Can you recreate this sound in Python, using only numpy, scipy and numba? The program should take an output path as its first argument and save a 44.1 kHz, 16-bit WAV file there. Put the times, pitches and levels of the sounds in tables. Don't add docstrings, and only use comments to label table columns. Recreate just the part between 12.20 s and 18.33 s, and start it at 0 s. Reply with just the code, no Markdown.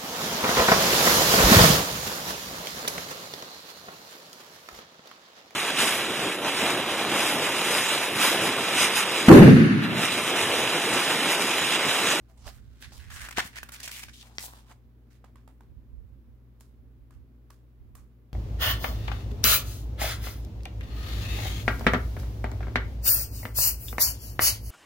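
import sys
import numpy as np
from scipy import signal
from scipy.fft import rfft, irfft
from scipy.io import wavfile
from scipy.ndimage import uniform_filter1d
from numba import njit

SR = 44100
rng = np.random.default_rng(int(sys.argv[2]) if len(sys.argv) > 2 else 0)


def pcm_store(signal):
    levels = np.round(np.clip(np.atleast_2d(signal), -1, 1) * 32767)
    wavfile.write(sys.argv[1], SR, levels.astype(np.int16).T)


def voltage_ratio(level):
    return 10 ** (np.asarray(level, float) / 20)


N = 270333
TIME = np.arange(N) / SR
HZ = np.maximum(np.arange(N // 2 + 1) * SR / N, 1)
BELOW_HISS_TOP = HZ < 15850


def noise():
    return rng.standard_normal(N)


def unit(x):
    return x / np.sqrt(np.mean(x ** 2))


def band(x, lo_hz, hi_hz, order=2):
    low_edge = 1 + (lo_hz / HZ) ** (2 * order)
    high_edge = 1 + (HZ / hi_hz) ** (2 * order)
    return unit(irfft(rfft(x) * BELOW_HISS_TOP / np.sqrt(low_edge * high_edge), N))


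def curves(rows):
    s, *columns = np.transpose(rows)
    return [np.interp(TIME, s, column) for column in columns]


def walk(rate_hz):
    hold = int(SR / rate_hz)
    steps = np.repeat(rng.standard_normal(N // hold + 1), hold)
    return unit(uniform_filter1d(steps, hold)[:N])


def pan(pan_db):
    return voltage_ratio(np.array([pan_db, -pan_db]) / 2)


@njit
def resonate(x, hz, sharp):
    y, b, l = np.empty(len(x)), 0., 0.
    for i in range(len(x)):
        g = np.tan(np.pi * hz[i] / SR)
        v = (b + g * (x[i] - l)) / (1 + g * (g + 1 / sharp))
        b, l, y[i] = 2 * v - b, l + 2 * g * v, v / sharp
    return y


def room_tone():
    # (frequency [Hz], density [dB per Hz])
    hiss_spectrum = [(25, -100), (45, -85), (90, -83.5), (160, -91), (240, -88), (400, -94.5), (560, -101),
                     (750, -107), (1500, -112), (2600, -117), (4500, -123), (8600, -131), (11000, -124),
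                     (15000, -120)]
    hz, db = np.transpose(hiss_spectrum)
    colour = voltage_ratio(np.interp(np.log(HZ), np.log(hz), db)) * BELOW_HISS_TOP * np.sqrt(SR / 2)
    alike = .9 / (1 + (HZ / 600) ** 3)
    mid = rfft(noise()) * np.sqrt(1 + alike)
    side = rfft(noise()) * np.sqrt(1 - alike)
    both = np.array([irfft(colour * (mid + side), N), irfft(colour * (mid - side), N)])
    return both * voltage_ratio(np.array([[-4.2], [-1.8]]))


def hum():
    # (frequency [Hz], level [dB], left minus right [dB], wobble [dB])
    hum_lines = [(58.4, -54.5, 0, 0.85), (120, -62, 8.5, 1), (217.3, -78, 2.2, 5), (235, -71, -1, 3),
                 (262, -75.5, -1.4, 5)]
    # (frequency [Hz], level [dB])
    whine_lines = [(2480, -99), (3730, -99)]
    out = np.zeros((2, N))
    for hz, db, pan_db, wobble_db in hum_lines:
        phase = 2 * np.pi * hz * TIME + 0.36 * wobble_db * walk(6)
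        line = np.sin(phase) * voltage_ratio(db + 2.5 + wobble_db * walk(9))
        out += line * pan(pan_db)[:, None]
    for hz, db in whine_lines:
        out += voltage_ratio(db) * np.sin(2 * np.pi * hz * TIME + rng.uniform(0, 6, (2, 1)))
    return out


def buffet():
    # (middle [s], level [dB], flutter [dB], half length [s])
    gusts = [(0.259, -52.5, -49.5, 0.027), (0.43, -60, -54.5, 0.11), (0.677, -66, -49, .03),
             (0.81, -54, -62, 0.078), (0.92, -51.5, -48, 0.055), (1.023, -55, -54.5, .04),
             (1.19, -69, -59, 0.056), (1.43, -64, -61.5, .06), (1.88, -69.5, -55.5, 0.043),
             (2.225, -70, -63, .05), (2.657, -64, -70.5, 0.022), (3.511, -57, -51.5, 0.027),
             (3.572, -46.5, -58.5, 0.017), (3.78, -53, -62, 0.11), (3.949, -54.5, -51.5, 0.029),
             (4.103, -61.5, -56, .04), (4.62, -62.5, -62.5, 0.082), (4.825, -61.5, -75, 0.059),
             (4.979, -57.5, -63, .05), (5.63, -54.5, -59, 0.025), (5.72, -54, -61, .03),
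             (5.815, -58.5, -69, .03)]
    # (time [s], level [dB])
    left_rumble = [(0, -75), (.4, -77), (.48, -61), (.56, -76), (1.1, -69.5), (1.2, -50.5), (1.3, -65.5),
                   (1.7, -67.5), (6.13, -83.5)]
    deep_power, flutter_power = np.zeros(N), np.zeros(N)
    for s, db, flutter_db, half in gusts:
        lump = np.exp(-((TIME - s) / half) ** 2)
        deep_power += voltage_ratio(db + 10.5) ** 2 * lump
        flutter_power += voltage_ratio(flutter_db + 4) ** 2 * lump
    right = np.sqrt(deep_power) * band(noise(), 35, 80, order=4)
    right += np.sqrt(flutter_power) * band(noise(), 65, 115, order=4)
    left = voltage_ratio(curves(left_rumble)[0]) * band(noise(), 30, 70, order=4)
    smooth = signal.butter(4, 260, fs=SR, output="sos")
    return signal.sosfilt(smooth, np.array([left, right]))


def walls(x):
    t60_s, room_db = 0.25, -10
    t = TIME[:int(.5 * SR)]
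    tail = rng.standard_normal((2, len(t))) * np.exp(-np.log(1000) * t / t60_s) * (t > .006)
    tail = tail / np.sqrt(np.sum(tail ** 2, axis=1, keepdims=True))
    return voltage_ratio(room_db) * signal.fftconvolve(x, tail, axes=1)[:, :N]


def flaps():
    # (time [s], level [dB], push length [s])
    puffs = [
        (1.181, -16.5, 0.0007),
        (1.254, -30.5, 0.0019),
        (0.19, -41, 0.0043),
    ]
    out = np.zeros(N)
    for s, db, length in puffs:
        u = (TIME - s) / length
        out += voltage_ratio(db) * u * np.exp(-u ** 2)
    return out


def click(t, hz, width_s):
    u = t - .0002
    return np.exp(-u ** 2 / (2 * width_s ** 2)) * np.cos(2 * np.pi * hz * u)


def snaps():
    # (time [s], peak [dB], ring [Hz], ring level [dB], sharp edge [dB])
    corners = [(0.278, -34.5, 1740, -8.5, -26), (0.626, -31.5, 1640, -14.5, -12.5),
               (0.7216, -40, 880, -14, -22), (1.087, -35, 1540, -2.5, -12), (1.1732, -29, 1980, -11, -17.5),
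               (1.1911, -19, 1710, -8, -19.5), (1.1996, -27, 1650, -6, -20),
               (1.4309, -33, 1620, -1.5, -14.5), (1.6769, -29, 1610, -10.5, -11),
               (1.8363, -25.5, 2210, -21, -17), (1.8843, -44, 1570, -3, -11),
               (2.1835, -12.5, 2006, -18.5, -33.5), (2.2398, -39, 890, -6.5, -10),
               (2.2816, -39, 1000, -7.5, -12.5), (2.3357, -47, 1080, 1.5, -14),
               (3.0424, -59.5, 775, 10, -8), (3.157, -60, 1190, 0, -7), (3.2774, -62.5, 802, 10.5, -19),
               (3.4079, -61.5, 964, 7.5, -12), (4.4092, -46, 1067, -12, -16),
               (4.9101, -59.5, 1060, -6, -11), (5.306, -45, 1110, -9, -14), (5.7525, -50, 1203, -7, -11)]
    ring_t60_s = 0.011
    out, t = np.zeros(N), TIME[:int(.06 * SR)]
    crack, edge = click(t, 4300, .00008), click(t, 11000, .00004)
    for s, db, hz, ring_db, edge_db in corners:
        blow = crack + voltage_ratio(edge_db + 7.5) * edge
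        echo = .28 * np.roll(blow, int(.0004 * SR))
        ring = np.sin(2 * np.pi * hz * t) + .6 * np.sin(2 * np.pi * 1.55 * hz * t)
        ring *= voltage_ratio(ring_db + 6.5) * np.exp(-np.log(1000) * t / ring_t60_s)
        out[int(s * SR):][:len(t)] += voltage_ratio(db) * (blow + echo + ring)
    return out


def at_ports(left, right):
    # (time [s], left minus right [dB], right port later by [samples])
    page_places = [(0, -4.5, -2), (.8, -2, -3.5), (.9, -1.85, 3.5), (1.14, -0.7, 5), (1.17, 0.9, 4),
                   (1.25, -0.1, 5.5), (1.33, -3.5, 7), (1.9, 0, 4.5), (2.1, 2.5, 8), (2.35, -0.4, 11),
                   (2.55, -4, 0.5), (6.13, -2.5, 0)]
    pan_db, lag = curves(page_places)
    later = np.interp(np.arange(N) - np.round(lag), np.arange(N), right)
    return np.array([left, later]) * pan(pan_db)


def port_noises():
    left = noise()
    alike = 0.5 / (1 + (HZ / 2580) ** 2)
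    alike = alike + (.96 - alike) / (1 + (HZ / 800) ** 4)
    right = irfft(alike * rfft(left) + np.sqrt(1 - alike ** 2) * rfft(noise()), N)
    return left, right


def fibres(grain_db):
    return voltage_ratio(grain_db * walk(900) + .8 * walk(70))


def crease_path():
    roam = np.interp(TIME, np.arange(80) / 12, rng.standard_normal(80))
    return np.clip(3740 * np.exp(0.62 * roam), 1500, 12000)


def held(t, length):
    catch = np.clip(t / (0.00085 + 0.048 * length), 0, 1)
    return catch * np.exp(-np.clip(t - length, 0, 1) / (0.00089 + .1 * length))


def page_moves(t):
    # (time [s], peak [dB], hollow pitch [Hz], hollow [dB], crisp [dB])
    slips = [(1.087, -35.5, 1571, -3, -5), (1.1086, -35.5, 1400, 2, -1), (1.1243, -40, 1540, 3.5, -4),
             (1.172, -21.5, 2047, -7.5, -31), (1.182, -20.5, 911, 0.5, -12.5),
             (1.1917, -26, 1810, 3.5, -30.5), (1.1994, -24, 1650, 0.5, -17), (1.43, -42, 1549, -3.5, 3),
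             (1.488, -38.5, 1287, -2, -3.5), (1.6, -38.5, 1670, -6, 1.5), (1.6775, -29, 2190, -6.5, -4.5),
             (1.69, -39, 1570, 6.5, -18.5), (1.7123, -30, 1872, -8, -9), (1.8834, -49, 1630, -2, -19.5),
             (2.1917, -39.5, 2130, -2, 1), (2.2792, -48.5, 900, 0, -8)]
    drags = [(0.085, -68.5, 705, 9, 1), (0.2668, -38, 775, -5, -11), (0.623, -44.5, 1800, -1, -16),
             (1.2094, -41, 2330, -4, -7), (1.3557, -39.5, 1770, -0.5, -5.5), (1.5186, -39, 1600, -10, 3),
             (1.629, -36, 2430, -12, -1.5), (2.459, -62, 1090, 1, -8), (2.4947, -56.5, 901, 4, -4)]
    sweeps = [(0.7224, -46, 896, -13, -9), (0.9, -57.5, 1600, 10, 5), (.957, -49, 1699, 6, -3),
              (1.012, -44.5, 1614, 2.5, -4), (2.203, -42, 850, -10.5, 4), (2.903, -66.5, 1700, -2, -3)]
    flicks = [(3.0435, -61, 740, 14.5, -5), (3.1572, -66, 1102, 13, -1), (3.2765, -62, 841, 13, 0.5),
              (3.4077, -67.5, 1050, 14, -3), (4.4068, -53.5, 1060, -2.5, 0.5), (4.9067, -59.5, 1204, 6, -4),
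              (5.3028, -51.5, 1090, 1, -3.5), (5.7518, -53.5, 1150, 3.5, 3)]
    # (time [s], peak [dB], hollow pitch [Hz], crisp [dB], length [s])
    brushes = [(0.172, -57, 800, -37, 0.1), (0.3, -60.5, 1499, 0.5, 0.064), (0.788, -53.5, 1607, -8, 0.058),
               (0.873, -56.5, 1606, -28, .045), (1.242, -43.5, 2000, 0.5, 0.035),
               (1.329, -50, 1707, -29, 0.03), (1.555, -43.5, 1609, -13, 0.0095),
               (1.721, -39.5, 2293, -3, 0.082), (1.843, -47.5, 1900, -12, 0.0087),
               (1.892, -48.5, 1797, -18, 0.0061), (1.93, -52, 3500, -6, 0.14), (2.03, -57.5, 848, -10, .04),
               (2.152, -56, 785, -5, 0.021), (2.272, -54, 1000, -7.5, 0.12)]
    swells = [(0.233, -39, 850, -20, 0.039), (0.598, -45, 1600, -2.5, 0.027),
              (1.159, -27.5, 1600, -11.5, 0.014), (1.803, -32, 2437, -10, .037),
              (4.398, -56, 1000, 0, .005)]
    moves = []
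    for rows, length in [(slips, 0.0052), (drags, .03), (sweeps, 0.058)]:
        moves += [(row, held(t, length)) for row in rows]
    for s, db, hz, crisp_db, length in brushes:
        moves.append(((s, db, hz, -2.5, crisp_db), held(t, length)))
    for s, db, hz, crisp_db, length in swells:
        moves.append(((s, db, hz, -3.5, crisp_db), (t / length) ** 3 * (t < length)))
    scrape = np.sin(np.pi * np.clip(t / .0045, 0, 1))
    rustle = voltage_ratio(-6.5) ** 2 * np.exp(-t / 0.02)
    for row in flicks:
        moves.append(((*row[:4], row[4] + 7.5), scrape))
        moves.append((row, rustle))
    return sorted(moves, key=lambda move: move[0][0])


def drag():
    # (time [s], pressure [dB], pocket opening [dB])
    rubbing = [(0, -86, 0.5), (.15, -81, 11), (.3, -73, 6.5), (.5, -77.5, -1), (.65, -67.5, 2),
               (.8, -69, 0.5), (.98, -59.5, 0.5), (1.1, -62.5, 5.5), (1.22, -62, 3), (1.32, -75, 5),
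               (1.46, -72, 6), (1.7, -55, 3.5), (1.87, -69, -3), (2.1, -73, 5.5), (2.27, -59.5, -6),
               (2.4, -71, 3.5), (2.55, -93, 12), (6.13, -99, 9.5)]
    # (time [s], peak [dB], length [s])
    whistles = [(.9, -54, .17), (1.707, -57.5, .14)]
    press_db, open_db = curves(rubbing)
    power = voltage_ratio(np.array([press_db, press_db + open_db, press_db - 14, press_db - 14.5])) ** 2
    for s, db, length in whistles:
        power[2] += voltage_ratio(db) ** 2 * np.sin(np.pi * np.clip((TIME - s) / length, 0, 1))
    t = TIME[:int(.2 * SR)]
    hollow_hz = np.full(N, 1500.)
    for (s, db, hz, hollow_db, crisp_db), shape in page_moves(t):
        i = int(s * SR)
        layer_db = np.array([0, hollow_db + 5.5, crisp_db - 4.5, crisp_db + 0.5])
        power[:, i:i + len(t)] += voltage_ratio(db - 10.5 + layer_db)[:, None] ** 2 * shape
        hollow_hz[i:] = hz
    bend = voltage_ratio(1.8 * np.array([walk(30) for _ in power]))
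    hollow_hz = uniform_filter1d(hollow_hz, size=200) * np.exp(0.038 * walk(25))
    return np.sqrt(np.abs(power)) * bend, hollow_hz


def sheets(catch, strength, hollow_hz, crease_hz):
    sharp_ring = unit(resonate(catch, hollow_hz, 4.))
    broad_ring = unit(resonate(catch, 1.3 * hollow_hz, 1.5))
    pocket = unit(sharp_ring + 0.61 * broad_ring)
    crease = voltage_ratio(-2.5) * unit(resonate(catch, crease_hz, 2.5))
    face = 0.58 * (band(catch, 2300, 5600, order=3) + crease)
    face += voltage_ratio(-15) * band(catch, 450, 1000, order=3)
    whistle = band(catch, 6300, 8300, order=4)
    crackle = band(catch, 9600, 20000, order=3)
    mix = np.sum(strength * [face, pocket, whistle, crackle], axis=0)
    return irfft(rfft(mix) * BELOW_HISS_TOP, N)


def scene():
    strength, hollow_hz = drag()
    grain, crease_hz = fibres(grain_db=2.4), crease_path()
    hits = snaps() + flaps()
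    ports = []
    for texture in port_noises():
        ports.append(0.94 * sheets(grain * texture, strength, hollow_hz, crease_hz) + hits)
    paper = at_ports(*ports)
    return paper + walls(paper) + hum() + room_tone() + buffet()


def roll_off(x):
    return signal.sosfilt(signal.butter(12, 16860, fs=SR, output="sos"), x)


def record(dry):
    low_cut = signal.butter(2, 30, "highpass", fs=SR, output="sos")
    mix = signal.sosfilt(low_cut, dry)
    return roll_off(mix)


dry = scene()
out = record(dry)
pcm_store(out)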